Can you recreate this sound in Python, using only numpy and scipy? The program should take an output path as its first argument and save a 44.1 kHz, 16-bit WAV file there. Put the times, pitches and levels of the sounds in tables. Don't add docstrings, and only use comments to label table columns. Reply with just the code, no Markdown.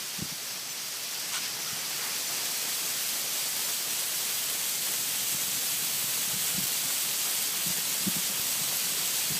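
import sys
import numpy as np
from scipy import signal
from scipy.fft import rfft, irfft, next_fast_len
from scipy.io import wavfile
from scipy.ndimage import uniform_filter1d

SR = 44100
rng = np.random.default_rng(int(sys.argv[2]) if len(sys.argv) > 2 else 0)


def convert_level_to_amplitude(level_db):
    exponent = np.asarray(level_db, float) / 20
    return 10 ** exponent


def persist_wave(psi):
    counts = np.round(np.clip(psi, -1, 1) * 32767).astype(np.int16)
    wavfile.write(sys.argv[1], SR, np.atleast_2d(counts).T)


N = 414099

# time in seconds, hiss level in dB, view of the jet (0 screened, 1 open).
SPRAY_COURSE = [(0, -35, 0.33), (.55, -36, .25), (.92, -35.5, .25), (1.2, -34, .33), (1.6, -34, 0.28),
                (2.0, -32, .45), (2.45, -31, 0.54), (2.9, -30.5, 0.71), (3.6, -30.5, 0.78),
                (4.5, -30, 0.97), (5.6, -29.5, 1.1), (6.5, -29, 1.07), (8.0, -29, 1.04),
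                (9.39, -28.5, 1.04)]
FULL_HISS_DB = -30
FRAME = 1024


def rms_one(x):
    return x / np.sqrt(np.mean(x ** 2) + 1e-20)


def in_time(rows):
    s, *columns = np.transpose(rows)
    return [np.interp(np.arange(N) / SR, s, c) for c in columns]


def colour(x, spectrum):
    size = next_fast_len(N)
    hz, db = np.transpose(spectrum)
    bin_hz = np.arange(size // 2 + 1) * SR / size
    gain = convert_level_to_amplitude(np.interp(np.log(bin_hz + 1), np.log(hz), db))
    return rms_one(irfft(rfft(x, size) * gain, size)[:N])


def drift(rate):
    pole = np.exp(-80 * np.pi * rate / SR)
    slow = signal.lfilter([1], [1, -2 * pole, pole * pole], rng.standard_normal(N // 40 + 2002))[2000:]
    slow -= uniform_filter1d(slow, size=400)
    return np.interp(np.arange(N) / 40, np.arange(len(slow)), rms_one(slow))


def band(x, low_hz, high_hz, order=2):
    return signal.sosfilt(signal.butter(order, [low_hz, high_hz], "band", fs=SR, output="sos"), x)


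def drops(per_s, spread_db):
    size = convert_level_to_amplitude(spread_db * np.minimum(rng.exponential(1, N), 5)) * rng.choice([-1, 1], N)
    return rms_one(size * (rng.random(N) < per_s / SR))


def spray(mist_hz=9000, mist_db=-1.0, low_drops_db=-7.0, surge_db=.5, patchy_db=0.47):
    # frequency in Hz, density in dB per Hz.
    screened = [(710, -32.5), (1200, -15), (2400, -7.5), (3300, -8), (3900, -7), (4450, -4), (4800, -3),
                (5150, -2), (6000, -4), (6600, -7.5), (8000, -9), (9500, -11.5), (12000, -12.5),
                (15500, -14.5)]
    facing = [(710, -22), (1300, -12.5), (2600, -4), (3300, -3), (4600, -1), (7000, -2.5), (7900, -1.5),
              (9900, -5.5), (11700, -3), (13500, -5.5), (15500, -4.5)]
    sizzle_db_per_view, sizzle_wander_db = 1.2, .26
    hiss_db, view = in_time(SPRAY_COURSE)

    near = drops(per_s=3500, spread_db=2.5)
    bright = signal.sosfilt(signal.butter(2, mist_hz, "high", fs=SR, output="sos"), near)
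    water = rng.standard_normal(N) + convert_level_to_amplitude(low_drops_db) * near + convert_level_to_amplitude(mist_db) * bright

    size = next_fast_len(N)
    spectrum = rfft(water, size)
    spectrum /= uniform_filter1d(np.abs(spectrum), size=4000)
    bin_khz = np.arange(len(spectrum)) * SR / size / 1000
    third_octave = 3 * np.log2(bin_khz + 1e-3).clip(0, 4)

    surge = surge_db * (.7 * drift(12) + .7 * drift(40))
    sizzle = sizzle_db_per_view * view + sizzle_wander_db * drift(1.5)
    patches = np.zeros(N)
    for k in range(13):
        swing_db = surge + patchy_db * drift(14)
        if k == 9:
            swing_db = swing_db + sizzle
        share = np.clip(1 - np.abs(third_octave - k), 0, 1)
        patches += convert_level_to_amplitude(swing_db) * irfft(spectrum * share, size)[:N]

    open_view = np.clip(view, 0, 1.3)
    mixed = (1 - open_view) * colour(patches, screened) + open_view * colour(patches, facing)
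    return convert_level_to_amplitude(hiss_db) * mixed


def drumming(thuds_db=-4.0, level_db=4.5):
    # frequency in Hz, density in dB per Hz.
    soil = [(71, -53), (120, -12.5), (358, -4.5), (406, -3), (492, -3), (828, -3), (1310, -3.5),
            (2500, -5.5), (3250, -31.5), (5500, -120)]
    hiss_db, view = in_time(SPRAY_COURSE)
    water = rng.standard_normal(N) + convert_level_to_amplitude(thuds_db) * drops(per_s=600, spread_db=3.0)
    drum_db = -43.0 + 1.4 * (hiss_db - FULL_HISS_DB) - 7.0 * view
    return convert_level_to_amplitude(drum_db + level_db + 0.74 * drift(6.1)) * colour(water, soil)


def brushes():
    # loudest moment in seconds, level in dB, length in ms, centre in Hz, width in octaves.
    crossings = [(1.15, -44, 18, 3200, .4), (1.148, -42, 16, 4750, .15), (1.2, -44, 50, 4900, .25),
                 (1.366, -38.5, 24, 1460, .3), (1.335, -45, 22, 1200, .6), (1.349, -32, 40, 2800, 2.3),
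                 (1.34, -38, 32, 6500, .8), (1.45, -40, 45, 2400, 1.2), (1.445, -39.5, 65, 4950, .25),
                 (1.63, -43, 100, 5800, .3), (1.68, -47, 52, 1330, .2), (2.06, -43, 90, 1400, 1.1)]
    rise_share = .7
    t = np.arange(N) / SR
    water = rng.standard_normal(N) + .45 * drops(per_s=1900, spread_db=1.0)
    out = np.zeros(N)
    for s, db, ms, hz, octaves in crossings:
        length_ms = np.where(t < s, rise_share * ms, ms)
        swell = np.exp(-((t - s) * 1000 / length_ms) ** 4)
        half_width = 2 ** (octaves / 2)
        out += convert_level_to_amplitude(db) * swell * rms_one(band(water, hz / half_width, hz * half_width))
    return out


def ticks(level_db=0.3):
    # time in seconds, peak level in dB.
    near_drops = [(0.093, -24), (0.8848, -23), (0.9713, -23), (1.146, -21), (1.2013, -22), (2.0951, -21),
                  (3.1372, -19), (3.5648, -18), (3.9937, -16), (4.0336, -17), (4.1837, -18), (4.6953, -16),
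                  (4.8674, -16), (4.9205, -16), (5.161, -16), (5.3155, -15), (6.0896, -15), (6.1778, -16),
                  (6.6069, -16), (6.6412, -15), (7.3119, -16), (7.3498, -16), (8.0932, -16), (8.1572, -15),
                  (8.6803, -16), (8.7605, -13), (8.7707, -11), (8.7983, -16)]
    stray_count, stray_over_hiss_db = 14, 12.5
    stray = rng.integers(SR, N, size=stray_count)
    stray_db = in_time(SPRAY_COURSE)[0][stray] + stray_over_hiss_db
    s, db = np.hstack([np.transpose(near_drops), [stray / SR, stray_db]])
    pick = rng.random((len(s), 2))
    polarity = np.sign(pick[:, 1] - .5)
    out = np.zeros(N)
    shares = [1 - .5 * pick[:, 0], pick[:, 0]]
    for share, (low_hz, high_hz) in zip(shares, [(8000, 16000), (10500, 13000)]):
        clicks = np.zeros(N) + 1e-18
        clicks[(s * SR).astype(int) - 3] = convert_level_to_amplitude(db + level_db) * share * polarity
        out += 3.3 * band(clicks, low_hz, high_hz)
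    return out


def ground():
    swing_db = .7 * (in_time(SPRAY_COURSE)[0] - FULL_HISS_DB)
    return convert_level_to_amplitude(-58.0 + swing_db) * rms_one(band(rng.standard_normal(N), 115, 259.7, order=3))


def puffs(eddies, overtone=1.7, overtone_db=-14.0):
    port_hz, port_spread = 171, .14
    undertone, undertone_db, undertone_longer = .47, -17.0, 1.8
    t = np.arange(-2000, 2000) / SR
    chance = rng.random((len(eddies), 4))
    padded = np.zeros(N + len(t))
    for (s, db, ms), (a, b, c, d) in zip(eddies, chance):
        purer_db = .8 * (ms - 6.5)
        hz = port_hz * (1 + port_spread * (2 * c - 1))
        over_db = overtone_db + .58 * (db + 32.5) - purer_db - 1.33 * np.clip(t * 1000, -6, 20)
        wave = np.cos(2 * np.pi * (hz * t + a))
        wave += convert_level_to_amplitude(over_db) * np.cos(2 * np.pi * (overtone * hz * t + b))
        late = t * 1000 / (.6 * ms + 2.5)
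        push = convert_level_to_amplitude(undertone_db - purer_db) * np.cos(2 * np.pi * (undertone * hz * t + d))
        push *= np.exp(-(late / undertone_longer) ** 2)
        at = round(s * SR)
        padded[at:at + len(t)] += convert_level_to_amplitude(db) * (wave * np.exp(-late ** 2) + push)
    return padded[len(t) // 2:][:N]


def breeze(lumpy_db=1.5, ceiling_db=-50.5):
    # time in seconds, rumble level in dB.
    steady_air = [(0, -62), (.65, -61), (1.05, -64), (1.5, -57), (2.3, -59.5), (2.8, -65), (3.7, -67),
                  (4.5, -63.5), (5.2, -56), (6.3, -54.5), (7.1, -61), (8.3, -55), (9.39, -57)]
    # time in seconds, rumble level in dB.
    gusts = [(1.41, -50), (1.97, -57), (2.9, -53), (5.0, -46), (5.23, -49), (5.49, -49), (5.59, -43),
             (6.44, -45), (6.85, -49), (7.4, -52), (7.93, -50), (8.03, -47), (8.64, -49), (8.93, -48)]
    # time in seconds, peak level in dB, length in ms.
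    eddies = [(0.194, -34, 7.3), (0.226, -25.5, 3.2), (0.325, -36, 6.5), (1.732, -39, 5.3),
              (5.351, -35.5, 5), (5.831, -42, 16), (6.046, -36, 5.6), (6.342, -33.5, 6.6),
              (6.369, -38.5, 15), (6.551, -35, 3.6), (6.588, -28, 12), (6.616, -34.5, 4.6),
              (6.638, -35, 4.5), (7.669, -33, 9.5), (7.684, -37.5, 8.8), (7.706, -33, 7.5), (7.79, -42, 7),
              (8.071, -28, 6.6), (8.082, -23, 9), (8.094, -38, 13), (8.168, -30.5, 5.4), (8.188, -38, 17),
              (8.304, -37, 12), (8.398, -37, 5.2), (8.619, -38, 7.3), (9.31, -32.5, 6.5), (9.323, -32, 5.7),
              (9.352, -39, 8), (9.365, -36, 5.3)]
    # frequency in Hz, density in dB per Hz.
    rumble_spectrum = [(13, -66), (22, -40), (38, -28), (161, 1), (188, -3), (232, -4.5), (275, -3.5),
                       (310, -11), (400, -15.5), (520, -39), (880, -120)]
    gust_fade_db_per_s, swell_under_puff_db = 331, 15.5
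    deep_hz, deep_extra_swing, deep_pivot_db = 110, .3, -62.0

    air_db = in_time(steady_air)[0]
    now = np.arange(N) / SR
    eddy_swells = [(s, db - swell_under_puff_db) for s, db, ms in eddies]
    for s, db in list(gusts) + eddy_swells:
        air_db = np.maximum(air_db, db - gust_fade_db_per_s * np.abs(now - s))
    air_db = np.minimum(air_db, ceiling_db)

    rumble = colour(rng.standard_normal(N), rumble_spectrum)
    deep = signal.sosfiltfilt(signal.butter(2, deep_hz, fs=SR, output="sos"), rumble)
    swinging = rumble - deep + convert_level_to_amplitude(deep_extra_swing * (air_db - deep_pivot_db)) * deep
    return convert_level_to_amplitude(air_db + lumpy_db * drift(15)) * swinging + puffs(eddies)


def scene():
    mono = spray() + drumming() + brushes() + ticks() + breeze() + ground()
    return np.stack([mono, mono])


def microphone(x):
    # frequency in Hz, width in Hz, gain in dB.
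    housing = [(2810, 160, 1.5), (3247, 270, 2), (4796, 88, 1.5), (5110, 120, -3), (5950, 120, 1.5),
               (6510, 110, 2.5), (7940, 300, 1.5)]
    cutoff_hz, bass_cut_hz = 15325, 69
    size = next_fast_len(N + 4096)
    at = np.arange(size // 2 + 1) * SR / size
    gain = convert_level_to_amplitude(sum(db * np.exp(-((at - hz) / width) ** 2) for hz, width, db in housing))
    gain *= np.clip((cutoff_hz - at) / 40, 0, 1)
    gain /= np.sqrt(1 + (bass_cut_hz / (at + 1)) ** 6)
    return irfft(rfft(x, size) * gain, size)[:N]


def lapped_cosines():
    n, k = np.arange(2 * FRAME) + .5, np.arange(FRAME) + .5
    cosines = np.cos(np.pi / FRAME * np.outer(k, n + FRAME / 2))
    return np.sqrt(2 / FRAME) * cosines * np.sin(np.pi * n / 2 / FRAME)


def coarse_recorder(x):
    # frequency in Hz, band rms over step size in dB.
    coarseness = [(200, 16), (600, 10), (1300, 6), (2300, 3), (3500, 1), (5000, -1), (7000, -2.5),
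                  (9000, -5), (11000, -4.5), (13000, -6.6), (15500, -6.8)]
    # time in seconds, finer by dB.
    spare_bits = [(0, 2), (2.0, 1.8), (2.6, 0), (7.3, 0), (8.0, 1.6), (9.39, 1.6)]
    basis = lapped_cosines()
    lead, count = 2 * FRAME - 98, N // FRAME + 4
    halves = np.pad(x, (lead, count * FRAME - N - lead)).reshape(count, FRAME)
    lines = np.hstack([halves[:-1], halves[1:]]) @ basis.T

    near_power = uniform_filter1d(lines ** 2, size=32, axis=1)
    near_power = uniform_filter1d(near_power, size=5, axis=0)
    local_rms = np.sqrt(near_power.clip(1e-20))
    hz, db = np.transpose(coarseness)
    s, finer_db = np.transpose(spare_bits)
    fine_db = np.interp((np.arange(FRAME) + .5) * SR / 2 / FRAME, hz, db)
    fine_db = fine_db + np.interp(np.arange(count - 1) * FRAME / SR, s, finer_db)[:, None]
    uneven_db = rng.normal(0, .7, (count - 1, FRAME // 32)).repeat(32, axis=1)
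    step = local_rms / convert_level_to_amplitude(fine_db + uneven_db)

    whole = np.floor((np.abs(lines) / step) ** .75 + .4054)
    lines = np.sign(lines) * step * whole ** (4 / 3)
    frames = lines @ basis
    halves = np.pad(frames[:, :FRAME], ((0, 1), (0, 0))) + np.pad(frames[:, FRAME:], ((1, 0), (0, 0)))
    return halves.ravel()[lead:lead + N]


def unlike_sides(mono, split_db=-2.3):
    # time in seconds, low edge in Hz, high edge in Hz.
    splits = [(0.706, 5640, 6940), (0.823, 8190, 9710), (0.823, 11680, 13140), (1.659, 4590, 5730),
              (1.801, 6220, 7630), (1.801, 13730, 15200), (2.288, 5610, 6940), (2.288, 9580, 11080),
              (2.544, 13040, 15210), (3.056, 7500, 9010), (3.657, 5620, 6960), (3.657, 8940, 11070),
              (4.355, 4180, 5210), (4.355, 11660, 13150), (5.004, 7500, 9010), (5.283, 6840, 8330),
              (5.283, 11650, 13840), (5.585, 4590, 5740), (5.585, 7540, 9000), (5.679, 4160, 5740),
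              (5.679, 10270, 12460), (8.021, 4170, 5230), (9.182, 6830, 8330), (9.345, 4180, 5210)]
    grid = 546
    basis = lapped_cosines()
    padded = np.pad(mono, (0, 2 * FRAME))
    side = np.zeros(N + 2 * FRAME)
    noise = rng.uniform(-1, 1, (len(splits), FRAME))
    for (s, low_hz, high_hz), fill in zip(splits, noise):
        at = grid + FRAME * (round((s * SR - grid) / FRAME) - 1)
        first = round((low_hz + 50) * 2 * FRAME / SR)
        last = round((high_hz - 50) * 2 * FRAME / SR)
        lines = slice(first, last)
        energy = np.mean((basis[lines] @ padded[at:at + 2 * FRAME]) ** 2)
        patch = rms_one(fill[lines]) @ basis[lines]
        side[at:at + 2 * FRAME] += convert_level_to_amplitude(split_db) * np.sqrt(energy) * patch
    return side[:N]


def roll_off(x):
    return signal.sosfilt(signal.butter(12, 15370, fs=SR, output="sos"), x)


def record(dry):
    mono = coarse_recorder(microphone(dry[0]))
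    side = unlike_sides(mono)
    return roll_off(np.stack([mono + side, mono - side]))


dry = scene()
out = record(dry)
persist_wave(out)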